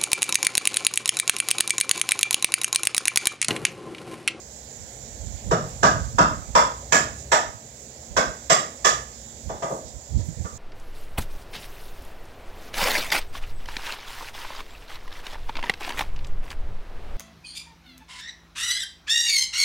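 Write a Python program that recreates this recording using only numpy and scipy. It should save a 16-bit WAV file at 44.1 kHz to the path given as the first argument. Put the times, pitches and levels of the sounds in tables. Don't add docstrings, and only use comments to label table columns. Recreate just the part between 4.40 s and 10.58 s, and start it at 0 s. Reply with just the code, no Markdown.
import sys
import numpy as np
from scipy import signal
from scipy.fft import rfft, irfft, next_fast_len
from scipy.io import wavfile
from scipy.ndimage import uniform_filter1d, minimum_filter1d, map_coordinates

SR = 44100
rng = np.random.default_rng(int(sys.argv[2]) if len(sys.argv) > 2 else 0)


def magnitude_from_level(level_db):
    exponent = np.asarray(level_db, float) / 20
    return 10 ** exponent


def unload_audio(sound):
    columns = np.transpose(np.atleast_2d(sound))
    steps = np.round(np.clip(columns, -1, 1) * 32767)
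    wavfile.write(sys.argv[1], SR, steps.astype(np.int16))


N = 272493


def unit(x):
    return x / np.sqrt(np.mean(x ** 2) + 1e-20)


def along(points, hz):
    f, v = np.transpose(points)
    return np.interp(np.log(hz + 1), np.log(f + 1), v)


def over_time(points):
    return np.interp(np.arange(N) / SR, *np.transpose(points))


def wobble(rate):
    knots = rng.standard_normal(int(N * rate / SR) + 4)
    return map_coordinates(knots, [np.arange(N) * rate / SR])


def filtered(x, response):
    n = x.shape[-1]
    m = next_fast_len(n + 8192)
    return irfft(rfft(x, m) * response(np.fft.rfftfreq(m, 1 / SR)), m)[..., :n]


def humps(peaks, hz):
    return sum(db / (1 + (2 * (hz - centre) / width) ** 2) for centre, width, db in peaks)


def causal(gain_db):
    c = irfft(gain_db * np.log(10) / 20)
    half = len(c) // 2
    c[1:half] *= 2
    c[half + 1:] = 0
    return np.exp(rfft(c))


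# f/Hz, likeness (0 to 1)
LIKENESS = [(60, 0.851), (200, 1), (500, 0.8552), (900, 0.74), (1500, 0.64), (2400, 0.534), (3500, 0.59),
            (6000, 0.04)]


def diffuse(pair):
    def mid_and_side(hz):
        turn = np.arccos(np.clip(along(LIKENESS, hz), 0, 1)) / 2
        return np.array([np.cos(turn), np.sin(turn)])
    mid, side = filtered(pair, mid_and_side)
    return np.array([mid + side, mid - side])


# t/s, level/dB, thud level/dB, board level/dB, crack level/dB, note f/Hz
BLOWS = [(1.108, -21.5, -9.5, -5, -19, 1327), (1.427, -14.5, -8, -9.5, -17, 1683),
         (1.781, -15, -11, -11.5, -20, 1835), (2.149, -14, -22.5, -6, -12, 1014),
         (2.519, -16.5, -15.5, -7.5, -4.5, 1686), (2.915, -17.5, -19.5, -3.5, -7.5, 1730),
         (3.763, -20, -21.5, -3.5, -12, 1557), (4.096, -17.5, -20, -4, -2.5, 1923),
         (4.443, -18, -25, -5, -4, 1730), (5.091, -36, -7.5, 3.5, -17, 850),
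         (5.219, -30, -9.5, 1, -14.5, 553.1), (5.302, -32, -6, 9, -38, 890.4),
         (5.785, -51.5, -11, 11, -3, 950), (6.042, -42.5, -10, -9, -18, 1175)]
BLOW_BANDS = [170, 560, 1100, 1850, 5000]
# f/Hz, relative level/dB
BLOW_COLOUR = [(50, -38), (110, 13), (300, 8.5), (700, 0.5), (1100, 1.5), (2100, -4), (2700, -5.5),
               (4500, -10), (7300, -8.5), (8600, -14.5), (11000, -15), (16000, -21)]
# f/Hz, width/Hz, level/dB
WOOD_MODES = [(151.86, 34, 9), (473, 54, 4.5), (621.6, 161.25, 9.5), (950, 27, 6.5), (1225.4, 116, 10.5),
              (1730, 720, 6.5), (2480, 40, -0.5), (3148.1, 730, 1), (5376, 1220, 8)]
EDGE_SHARE, EDGE_DB = 0.59, 2.66
NOTE_WIDTH_HZ, NOTE_DB = 70, 9.5
PING = (3470, 280, 6.1)


def knocks():
    n = 32768
    out = np.zeros((2, N + n))
    hz = np.fft.rfftfreq(2 * n, 1 / SR)
    usual = echoes(n)
    for s, db, thud, board, crack, note_hz in BLOWS:
        edge = EDGE_DB + EDGE_SHARE * crack
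        colour = list(zip(BLOW_BANDS, [thud, board, 0, edge, crack]))
        strengths = rng.normal(1, 0.11, len(WOOD_MODES))
        wood = [(f, width, gain * k) for (f, width, gain), k in zip(WOOD_MODES, strengths)]
        spot = [(note_hz, NOTE_WIDTH_HZ, NOTE_DB), PING]
        lesser = 3 * map_coordinates(rng.standard_normal(200), [hz / 130])
        gain_db = along(BLOW_COLOUR, hz) + along(colour, hz) + humps(wood + spot, hz) + lesser
        answer = .8 * usual + .6 * echoes(n)
        sound = irfft(rfft(answer, 2 * n) * causal(gain_db))[:, :n]
        loudness = np.std(sound[:, :SR // 10])
        start = round(s * SR)
        out[:, start:start + n] += magnitude_from_level(db) * sound / loudness
    return diffuse(out[:, :N])


# f/Hz, t/s
ECHO_TIMES = [(100, 0.5879), (260, 0.38), (700, 0.35), (1840, 0.37), (4850, 0.36), (12800, 0.35637)]


def echoes(n):
    hz, t, z = signal.stft(rng.standard_normal((2, n)), SR, nperseg=256)
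    fading = magnitude_from_level(-60 * t / along(ECHO_TIMES, hz)[:, None])
    tail = signal.istft(z * fading, SR, nperseg=256)[1][:, :n]
    t = np.arange(n) / SR
    lumps = unit(uniform_filter1d(rng.standard_normal(n), size=200))
    sparse = magnitude_from_level(3 * lumps * np.exp(-t / .03))
    arrival = 1 - np.exp(-(t / .0055) ** 1.3)
    filling = 1 - 0.10333 * np.exp(-t / 0.066)
    return tail * sparse * arrival * filling


# t/s, length/s, level/dB, f/Hz
CRAYON_STROKES = [(.15, .14, -56, 7000), (0.519, 0.1715, -59, 8000), (.67, 0.074, -57, 5010),
                  (0.876, 0.04095, -56, 4600), (0.989, 0.069, -54, 2530), (1.288, .05, -53, 12000),
                  (1.628, 0.12, -54, 5000), (1.96, 0.13, -71, 6000), (2.8, 0.072, -53, 7000),
                  (3.421, 0.111, -56, 8000), (3.64, .09, -60, 6000), (4.78, 0.081, -57, 5500),
                  (5.101, 0.058, -60, 3600), (5.342, 0.14, -51, 8967), (5.489, 0.0625, -53, 5000),
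                  (5.802, 0.0715, -55.5, 4515), (5.87, 0.048, -51, 11400), (6.07, .09, -55, 7000)]


def crayon():
    out = np.zeros((2, N + SR))
    for s, length, db, centre_hz in CRAYON_STROKES:
        n = round(2 * length * SR)
        grit = rng.standard_normal((2, n)) * magnitude_from_level(5.053 * rng.standard_normal(n))
        grit = filtered(grit, lambda hz: magnitude_from_level(-9 * np.log2((hz + 1) / centre_hz) ** 2))
        start = round(s * SR) - n // 2
        out[:, start:start + n] += magnitude_from_level(db) * unit(grit) * np.hanning(n)
    return diffuse(out[:, :N])


# f/Hz, relative level/dB
AIR_COLOUR = [(25, -51), (40, -25), (50, 4), (62, 2), (110, -3), (200, -14), (400, -30), (800, -61),
              (2000, -100)]
# f/Hz, width/Hz, level/dB
ROOM_MODES = [(64.5, 22, 6), (127, 13.75, 11.5), (227.6, 24, 8), (548, 130, 2.5)]
# t/s, level/dB
RUMBLE_LEVEL = [(0, -61), (.8, -51), (1.2, -48.5), (1.55, -39.5), (1.9, -38), (2.08, -53), (2.22, -42),
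                (2.45, -45.5), (2.65, -38.5), (3.05, -46.5), (3.2, -52.5), (3.9, -57), (4.3, -65),
                (4.55, -42.5), (4.85, -66), (5.4, -56), (6.18, -54)]
# t/s, length/s, level/dB
AIR_PUFFS = [(0.428, 0.066, -42), (.72, 0.1199, -44), (0.859, 0.08528, -29.5), (0.942, 0.071, -30),
             (1.102, 0.082, -24), (1.248, .05, -33), (1.34, 0.0859, -39), (1.44, 0.0598, -33),
             (1.6, 0.23, -27), (1.762, 0.03317, -28), (1.838, .06, -31), (1.952, 0.1397, -31),
             (2.098, 0.042, -30), (2.155, 0.02496, -27.5), (2.72, 0.098, -41), (3.082, .04, -36.5),
             (3.155, 0.027, -37), (3.715, .03, -32), (3.778, 0.06, -33), (3.9, 0.0569, -33),
             (5.072, 0.045, -27), (5.14, 0.0636, -38), (5.472, 0.074, -39.5), (5.568, 0.03826, -32.5),
             (5.71, .03, -32), (5.773, 0.072, -15.5), (5.839, 0.021, -28), (5.898, 0.055, -25.5),
             (6.001, 0.041, -22.5), (6.052, 0.02772, -25.5), (6.14, 0.064, -37)]
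LEAK_DB = -20.5


def buffet():
    noise = rng.standard_normal(N)
    rumble = unit(filtered(noise, lambda hz: magnitude_from_level(along(AIR_COLOUR, hz) + humps(ROOM_MODES, hz))))
    eddies = filtered(rng.standard_normal((2, N + SR)), lambda hz: magnitude_from_level(along(AIR_COLOUR, hz)))
    puffs = np.zeros((2, N + SR))
    for s, length, db in AIR_PUFFS:
        n = round(2 * length * SR)
        start = round(s * SR) - n // 2
        shape = np.hanning(n)
        puff = eddies[:, start:start + n] * shape
        evened = puff * np.linalg.norm(shape) / np.linalg.norm(puff, axis=1, keepdims=True)
        puffs[:, start:start + n] += magnitude_from_level(db) * evened
    swell = magnitude_from_level(over_time(RUMBLE_LEVEL) + 1.3 * wobble(8))
    return swell * rumble + magnitude_from_level([[LEAK_DB], [0]]) * puffs[:, :N]


# f/Hz, relative level/dB
MURMUR_COLOUR = [(30, -32), (60, 4), (130, -8), (220, -6.5), (320, -11.5), (550, -7.5), (850, -12.5),
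                 (1200, -19), (2000, -18), (3000, -21.5), (5000, -21), (7200, -17.5), (8600, -24),
                 (12000, -22), (16000, -26.5)]
# t/s, level/dB
MURMUR_LEVEL = [(0, -45.5), (1, -44.5), (2, -43.5), (3.2, -46.5), (4, -45.5), (4.9, -46.5), (6.18, -46)]
DRIFT_DB = .7


def murmur():
    z = signal.stft(rng.standard_normal((2, N)), nperseg=512)[2]
    patches = uniform_filter1d(rng.standard_normal(z.shape[1:]), size=6, axis=0)
    patches = uniform_filter1d(patches, size=14, axis=1)
    pair = signal.istft(z * magnitude_from_level(1.2 * unit(patches)), nperseg=512)[1][:, :N]
    hush = filtered(pair, lambda hz: magnitude_from_level(along(MURMUR_COLOUR, hz) + humps(ROOM_MODES, hz)))
    level = magnitude_from_level(over_time(MURMUR_LEVEL) + DRIFT_DB * wobble(2.63))
    return level * diffuse(unit(hush))


# f/Hz, lag/rad
LEFT_LAG = [(0, 0), (130, .15), (340, .35), (550, .45), (850, 1.5), (1250, 3.4), (1750, 5.4), (2500, 8.1),
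            (3500, 12.3), (16000, 53)]
# f/Hz, level/dB
LEFT_COLOUR = [(30, -5.5), (700, 3.5), (1250, 0), (1800, -3.5), (2500, -3), (3500, -5), (5000, -9.5),
               (7300, -8), (8600, -25), (12000, -15), (16000, -25.5)]
# f/Hz, level/dB
RIGHT_COLOUR = [(30, -2), (1000, 3), (2500, 1.5), (4000, 7), (6000, 11.5), (7300, 19), (7900, 13.5),
                (8600, 0.5), (9150, -7.5), (10000, -0.5), (12000, -3), (16000, -5)]


def ports(x):
    def response(hz):
        lag = np.exp(-1j * np.interp(hz, *np.transpose(LEFT_LAG)))
        return np.array([magnitude_from_level(along(LEFT_COLOUR, hz)) * lag, magnitude_from_level(along(RIGHT_COLOUR, hz))])
    return filtered(x, response)


# f/Hz, relative level/dB
HISS_COLOUR = [(100, -25.5), (2000, -2), (6000, 4.5), (12000, -14.5), (16000, 2.5)]


def circuit_hiss():
    noise = filtered(rng.standard_normal((2, N)), lambda hz: magnitude_from_level(along(HISS_COLOUR, hz)))
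    return magnitude_from_level([[-62], [-58]]) * unit(noise)


def limited(x, top):
    need = np.minimum(top / (np.abs(x).max(axis=0) + 1e-9), 1)
    return x * uniform_filter1d(minimum_filter1d(need, size=441), size=221)


def scene():
    through_air = knocks() + crayon() + murmur()
    return ports(through_air) + buffet()


def band_limit(x):
    return signal.sosfilt(signal.butter(12, 16380, fs=SR, output="sos"), x)


def record(dry):
    top_hz = 15900
    banded = filtered(dry + circuit_hiss(), lambda hz: hz < top_hz)
    mix = limited(banded, top=.88)
    return band_limit(mix)


dry = scene()
out = record(dry)
unload_audio(out)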